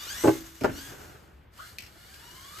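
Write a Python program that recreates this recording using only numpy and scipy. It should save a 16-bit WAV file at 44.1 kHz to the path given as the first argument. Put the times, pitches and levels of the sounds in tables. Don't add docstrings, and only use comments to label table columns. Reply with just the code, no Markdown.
import sys
import numpy as np
from scipy import signal
from scipy.fft import rfft, irfft, next_fast_len
from scipy.io import wavfile
from scipy.ndimage import map_coordinates

SR = 44100
rng = np.random.default_rng(int(sys.argv[2]) if len(sys.argv) > 2 else 0)


def transcribe(signal):
    frames = np.atleast_2d(signal).T
    limited = np.clip(frames, -1, 1)
    pcm = np.round(limited * 32767).astype(np.int16)
    wavfile.write(sys.argv[1], SR, pcm)


N = 114660


def amp(db):
    return 10 ** (np.asarray(db) / 20)


def unit(x):
    return x / np.sqrt(np.mean(x ** 2) + 1e-20)


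def along(points, hz):
    point_hz, value = np.transpose(points)
    return np.interp(np.log(hz + 1), np.log(point_hz + 1), value)


def curves(rows):
    time_s, *columns = np.transpose(rows)
    return [np.interp(np.arange(N) / SR, time_s, column) for column in columns]


def wobble(rate):
    knots = rng.standard_normal(N // 8)
    return map_coordinates(knots, [np.arange(N) * rate / SR], mode="wrap")


def filtered(x, response):
    size = next_fast_len(N + SR // 4)
    return irfft(rfft(x, size) * response(np.fft.rfftfreq(size, 1 / SR)), size)[..., :N]


def since(start_s):
    return np.maximum(np.arange(N) / SR - start_s, 0)


def strike(t, rise, t60):
    return (1 - np.exp(-t / rise)) * np.exp(-np.log(1000) * t / t60)


def pair(mid, side):
    return np.array([mid + side, mid - side])


# pitch_hz, likeness (0 unrelated, 1 identical)
LIKENESS = [(60, 1), (130, 0.77), (290, 0.71), (640, 0.008), (1400, 0), (2100, 1), (3000, 0.4),
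            (5500, 0.14), (7000, 0.79)]


def rush(spectrum):
    def mid_side_response(hz):
        angle = np.arccos(np.clip(along(LIKENESS, hz), -1, 1)) / 2
        return amp(along(spectrum, hz)) * np.array([np.cos(angle), np.sin(angle)])

    mid, side = filtered(rng.standard_normal((2, N)), mid_side_response)
    return pair(mid, side) / mid.std()


# pitch_hz, t60_s
RAILING_ECHO = [(100, 0.41), (500, 0.2), (2500, 0.16), (12000, 0.076)]


def echoed(x, wet_db):
    hz, t, noise = signal.stft(rng.standard_normal((2, SR // 2)), SR, nperseg=256)
    decay = np.exp(-np.log(1000) * t / along(RAILING_ECHO, hz)[:, None])
    tail = signal.istft(noise * decay, SR, nperseg=256)[1]
    tail = tail / np.linalg.norm(tail[0])
    return x + amp(wet_db) * signal.fftconvolve(x, tail, axes=1)[:, :N]


TURN_S, TURN_TIME_S = 1.2, 0.444


def facing():
    return np.clip(.5 + (np.arange(N) / SR - TURN_S) / TURN_TIME_S, 0, 1)


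# time_s, level_db
WHINE_LEVEL = [(0, -47), (.06, -49), (.11, -42.5), (.22, -44), (.32, -53.5), (.42, -69), (.58, -76),
               (.7, -68), (.78, -50), (.87, -54), (.95, -75), (1.15, -62.5), (1.35, -86), (1.56, -63),
               (1.61, -53), (1.66, -60), (1.76, -72), (1.93, -66), (2.06, -59), (2.16, -58.5), (2.26, -57),
               (2.4, -58), (2.6, -52.5)]
# order (multiple of shaft speed), away_db, back_db
WHINE_ORDERS = [(1, -13, 7), (2, -1, -4), (3, -12, -4), (4, -4, -9), (5, -11, -9), (6, 0, -5), (8, 0, -15),
                (10, -6, -20), (12, -7, -20)]
# pitch_hz, gain_db
BODY_RESONANCE = [(300, -17), (850, -19), (1200, -6), (1430, -7), (1600, 0), (1880, -11), (2060, -2),
                  (2450, -9), (2660, -12), (2860, 1), (3130, -5), (3420, 0), (3900, -6), (4450, -4),
                  (5200, -8), (5900, -3), (6500, -4), (7400, -8), (8000, 2), (8500, -7), (15000, -8)]
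WHINE_CLEAN, WHINE_BLUR_HZ = .8, 150
FADE_DB, FADE_HZ = 2, 35
DOPPLER, MIRROR_DB = .03, -7
WHINE_WET_DB = 1


def whine(turns, speed):
    level_db, = curves(WHINE_LEVEL)
    back = facing()
    mirrored_turns = np.cumsum(speed * (1 + DOPPLER * (1 - 2 * back))) / SR
    out = np.zeros(N)
    for order, away_db, back_db in WHINE_ORDERS:
        heading_db = away_db + back * (back_db - away_db)
        gain = amp(heading_db + along(BODY_RESONANCE, order * speed))
        for path_turns, path_db in ((turns, 0), (mirrored_turns, MIRROR_DB)):
            blur = (wobble(WHINE_BLUR_HZ) + 1j * wobble(WHINE_BLUR_HZ)) / np.sqrt(2)
            flutter = WHINE_CLEAN + np.sqrt(1 - WHINE_CLEAN ** 2) * blur
            flutter = flutter * amp(path_db + FADE_DB * wobble(FADE_HZ))
            out += gain * np.real(flutter * np.exp(2j * np.pi * order * path_turns))
    return echoed(out[None] * amp(level_db), WHINE_WET_DB)


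# time_s, speed_hz
SHAFT_SPEED = [(0, 570), (.05, 605), (.085, 722), (.12, 815), (.15, 888), (.185, 985), (.22, 1020),
               (.26, 1008), (.32, 1050), (.5, 1100), (.6, 1056), (.68, 660), (.755, 705), (.785, 732),
               (.81, 795), (.86, 835), (.92, 790), (1.1, 714), (1.52, 300), (1.575, 450), (1.605, 640),
               (1.64, 710), (1.72, 693), (1.8, 564), (1.97, 680), (2.06, 748), (2.15, 820), (2.2, 860),
               (2.24, 945), (2.32, 980), (2.38, 1050), (2.46, 1125), (2.51, 1165), (2.55, 1230),
               (2.6, 1340)]
# time_s, level_db
DRIVE_RUNS = [
    [(0.0, -54), (0.008, -47), (0.282, -41), (0.288, -42), (0.39, -47.5), (0.436, -54), (0.464, -51),
     (0.536, -58.5), (0.548, -54.5), (0.6, -55.5)],
    [(0.7, -55.5), (0.78, -48), (0.91, -50.5), (0.982, -57.5), (1.02, -54.5), (1.442, -81), (1.494, -99),
     (1.535, -66), (1.59, -56.5), (1.676, -52.5), (1.77, -62.5)],
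    [(1.92, -62), (2.022, -58.5), (2.134, -56), (2.142, -53.5), (2.178, -56.5), (2.564, -52), (2.592, -47),
     (2.6, -51)],
]
# pitch_hz, away_db (per Hz), back_db (per Hz)
GEAR_RASP = [(149, -2, -19), (500, -5, -7), (880, -0.5, -5.5), (1320, 4.5, 6.5), (1670, 4.5, 7),
             (1960, 1, 1), (2400, 0, -0.5), (2730, -2, -13), (2895, 5, 8.5), (3140, -2.5, -3), (3500, 5, 3),
             (3480, 1.5, -3), (4370, -0.5, 4.5), (5450, 0.5, -0.5), (6330, 2.5, -2), (9000, -3, 0),
             (11430, -1, -1.5), (13800, -4.5, -8)]
# pitch_hz, density_db (per Hz)
BRUSH_HISS = [(7000, -35), (9500, 3.5), (11500, -4.5), (14000, -8.5), (15500, -14)]
RASP_DB, HISS_DB = 3, -5
MESH_DEPTH, CHATTER_DB = 0.22, 0.82
SPEED_JITTER = .008


def motor():
    speed = curves(SHAFT_SPEED)[0] * (1 + SPEED_JITTER * wobble(60))
    turns = np.cumsum(speed) / SR
    drive_db, = curves([row for run in DRIVE_RUNS for row in run])
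    pulse = 1 + MESH_DEPTH * np.cos(4 * np.pi * turns)
    mesh = unit(pulse * amp(CHATTER_DB * wobble(350)))
    away = rush([(hz, away_db) for hz, away_db, _ in GEAR_RASP])
    back = rush([(hz, back_db) for hz, _, back_db in GEAR_RASP])
    rasp = np.sqrt(1 - facing()) * away + np.sqrt(facing()) * back
    noise = amp(RASP_DB) * rasp + amp(HISS_DB) * rush(BRUSH_HISS)
    return whine(turns, speed) + amp(drive_db) * mesh * noise


SPIN_UP_S, SPIN_UP_DB, SPIN_UP_RISE_S, SPIN_UP_T60_S = 1.584, -33.5, 0.023, .24
SPIN_UP_FROM_HZ, SPIN_UP_TO_HZ, SPIN_UP_GLIDE_S = 980, 1487, 0.022
SPIN_UP_BLUR_HZ = 400


def spin_up():
    t = since(SPIN_UP_S)
    hz = SPIN_UP_TO_HZ + (SPIN_UP_FROM_HZ - SPIN_UP_TO_HZ) * np.exp(-t / SPIN_UP_GLIDE_S)
    rough = np.array([wobble(SPIN_UP_BLUR_HZ) + 1j * wobble(SPIN_UP_BLUR_HZ) for _ in range(2)])
    tone = np.real(rough * np.exp(2j * np.pi * np.cumsum(hz) / SR))
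    return amp(SPIN_UP_DB) * strike(t, SPIN_UP_RISE_S, SPIN_UP_T60_S) * tone


# time_s, level_db
ROLL_LEVEL = [(0, -65), (.22, -58), (.33, -85), (.42, -53), (.6, -75), (.68, -36.5), (.76, -48.5),
              (.85, -57.5), (.92, -46), (1.0, -49.5), (1.1, -49.5), (1.17, -53), (1.26, -58), (1.38, -63),
              (1.5, -72), (1.62, -65.5), (1.78, -60), (1.92, -59.5), (2.05, -65), (2.3, -60.5), (2.56, -63),
              (2.6, -52)]
# pitch_hz, density_db (per Hz)
TYRE_RUMBLE = [(60, -2), (130, 3), (220, -7), (330, 1.5), (480, -5), (700, -6), (1100, -11), (1500, -5),
               (2000, -17), (3000, -19), (6000, -71)]


def tyres(bumps_db=2.2):
    bumps = unit(amp(bumps_db * wobble(70)))
    return amp(curves(ROLL_LEVEL)[0]) * bumps * rush(TYRE_RUMBLE)


# pitch_hz, density_db (per Hz)
WOOD_CRACK = [(25, -52), (80, -32), (200, -8.5), (400, 8), (700, 2), (1100, -5), (1600, -8), (2100, -17.5),
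              (3500, -31), (7000, -32), (14000, -48)]
CRACK_RISE_S, CRACK_T60_S, KNOCK_WET_DB = .0007, .045, -15


def knocks(hits, modes):
    ring, crack_power = np.zeros((2, N)), np.zeros(N)
    for start_s, ring_db, crack_db, contact_s in hits:
        t = since(start_s)
        crack_power += (amp(crack_db) * strike(t, CRACK_RISE_S, CRACK_T60_S)) ** 2
        for hz, mode_db, t60_s, pan_db in modes:
            chance_db = rng.normal(0, 1)
            gain = amp(ring_db + mode_db + chance_db) / (1 + (hz * contact_s) ** 2)
            tone = gain * strike(t, contact_s, t60_s) * np.sin(2 * np.pi * hz * t)
            ring += amp([[pan_db / 2], [-pan_db / 2]]) * tone
    return echoed(ring + np.sqrt(crack_power) * rush(WOOD_CRACK), KNOCK_WET_DB)


# start_s, ring_db, crack_db, contact_s
RAMP_BLOWS = [(.238, -28.5, -24.5, 0.00046), (.2438, -19, -20.5, 0.00088), (.2555, -13.5, -26, .0015),
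              (.2735, -20, -18, 0.00081), (.2808, -13, -20, 0.0012), (.2905, -19, -20, 0.00089),
              (.328, -32, -50, .0033), (.352, -34.5, -52, 0.0013)]
# pitch_hz, level_db, t60_s, left_right_db
RAMP_MODES = [(127.4, -14.5, 0.13, 0), (149, -13, 0.13, -4), (284.6, -23, 0.26, 0), (325.9, -5, 0.24, -5.5),
              (359.2, 1, 0.14, 1.5), (388, -0.5, 0.11, 1), (442, -5, .1, 8), (460, -24, 0.11, -5),
              (553.4, 0.5, 0.076, 3.5), (849.4, -4.5, 0.11, 2), (1011, -6, 0.07, -4), (1060, -8, 0.072, -3),
              (1526, -8.5, 0.078, -6)]
HUM_S, HUM_HZ, HUM_DB, HUM_RISE_S, HUM_T60_S = 0.32, 326.5, -38.5, 0.054, 0.78
HUM_DRIFT_RAD = .5


def ramp():
    t = since(HUM_S)
    phase = 2 * np.pi * HUM_HZ * t + HUM_DRIFT_RAD * wobble(23)
    hum_gain = amp(HUM_DB + 2.9 * wobble(23.5))
    hum = hum_gain * strike(t, HUM_RISE_S, HUM_T60_S) * np.sin(phase)
    return knocks(RAMP_BLOWS, RAMP_MODES) + hum


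# start_s, ring_db, crack_db, contact_s
DECK_BLOWS = [(.063, -72, -46, .0005), (.611, -63, -37.5, 0.00075), (.6145, -19, -44, 0.0026),
              (.635, -30, -26, .0014), (.6437, -18, -18, 0.00075), (.6488, -24.5, -17, 0.00027),
              (.6565, -31.5, -20.5, 0.00029), (.666, -42, -27, .0005), (.676, -42, -39, .0007)]
# pitch_hz, level_db, t60_s, left_right_db
DECK_MODES = [(128.5, -11, 0.12, 1.5), (199, -28, 0.16, -7), (257.6, -7.5, 0.18, -10.5),
              (269, -13, 0.44, -4), (395, -0.5, 0.078, 1), (608, -4, 0.051, 10), (682, -2.5, 0.057, -3),
              (916, -10, 0.12, -14), (1437, -0.5, 0.062, -10), (1730, -9.5, 0.091, 11)]
# start_s, level_db
JOIST_BOOMS = [(.3, -39), (.645, -33)]
# pitch_hz, density_db (per Hz)
JOIST_SPECTRUM = [(20, -28), (40, 2.5), (65, 2.5), (110, -6), (180, -17.5), (280, 5.5), (400, -33),
                  (800, -50)]
BOOM_RISE_S, BOOM_T60_S = 0.029, .55


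def landing():
    boom = sum(amp(level_db) * strike(since(start_s), BOOM_RISE_S, BOOM_T60_S)
               for start_s, level_db in JOIST_BOOMS)
    return knocks(DECK_BLOWS, DECK_MODES) + boom * rush(JOIST_SPECTRUM)


# start_s, level_db, t60_s
CLACKS = [(0.274, -32.5, 0.051), (0.609, -44, 0.13), (.636, -35.5, 0.028), (.6437, -36, 0.025),
          (0.655, -40.5, 0.044), (1.7844, -30.5, 0.022), (1.789, -41, 0.017), (1.805, -40.5, 0.032),
          (1.8217, -42.5, 0.041), (1.836, -46, 0.052), (1.847, -53, .06), (1.862, -51, 0.12),
          (2.141, -43.5, 0.025), (2.585, -46, .053)]
# pitch_hz, density_db (per Hz)
CLACK_SPECTRUM = [(300, -21.5), (1600, -12.5), (2100, 3.5), (2700, 7), (3400, -1), (4200, 1.5),
                  (5300, 3.5), (6700, -6.5), (8000, -4), (14000, -6.5)]
CLACK_RISE_S, CLACK_WET_DB = .0003, -4


def clacks():
    bursts = sum(amp(level_db) * strike(since(start_s), CLACK_RISE_S, t60_s)
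                 for start_s, level_db, t60_s in CLACKS)
    return echoed(bursts * rush(CLACK_SPECTRUM), CLACK_WET_DB)


# pitch_hz, density_db (per Hz)
NIGHT_AIR = [(20, -29), (45, -1.5), (65, 4.5), (105, -2), (160, -7.5), (300, -16), (1000, -19.5),
             (3000, -28), (8000, -51.5), (15000, -39)]


def night_air(level_db=-55.5):
    return amp(level_db) * rush(NIGHT_AIR)


def scene():
    return motor() + spin_up() + tyres() + ramp() + landing() + clacks() + night_air()


# pitch_hz, side_db
PORT_NARROWING = [(5800, -1), (6700, -5), (9000, -22), (14000, -18)]
# pitch_hz, phase_rad
PORT_TURN = [(6800, 0), (8500, 1.4), (9850, 3.14), (11100, 4.6), (12300, 6), (13500, 6.4), (14500, 7.7),
             (15300, 9.3)]
# pitch_hz, left_right_db
PORT_LEVELS = [(100, 1.5), (300, -0.2), (700, 1), (1300, -0.5), (2400, 1.4), (4500, 3.5), (7000, 0.5)]
# pitch_hz, middle_db
MIDDLE_TONE = [(8900, 0), (9450, -35), (10250, -35), (10750, 0), (14500, 0), (15200, -20)]


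def record(dry, low_cut_hz=40, top_hz=15500):
    half = np.array([[.5], [-.5]])

    def ports(hz):
        balance = amp(half * along(PORT_LEVELS, hz))
        turn = np.exp(1j * half * along(PORT_TURN, hz))
        low_cut = hz / (hz - 1j * low_cut_hz)
        return balance * turn * low_cut * (hz < top_hz)

    mid, side = pair(*dry) / 2
    narrow = pair(mid, filtered(side, lambda hz: amp(along(PORT_NARROWING, hz))))
    mid, side = pair(*filtered(narrow, ports)) / 2
    return pair(filtered(mid, lambda hz: amp(along(MIDDLE_TONE, hz))), side)


dry = scene()
out = record(dry)
transcribe(out)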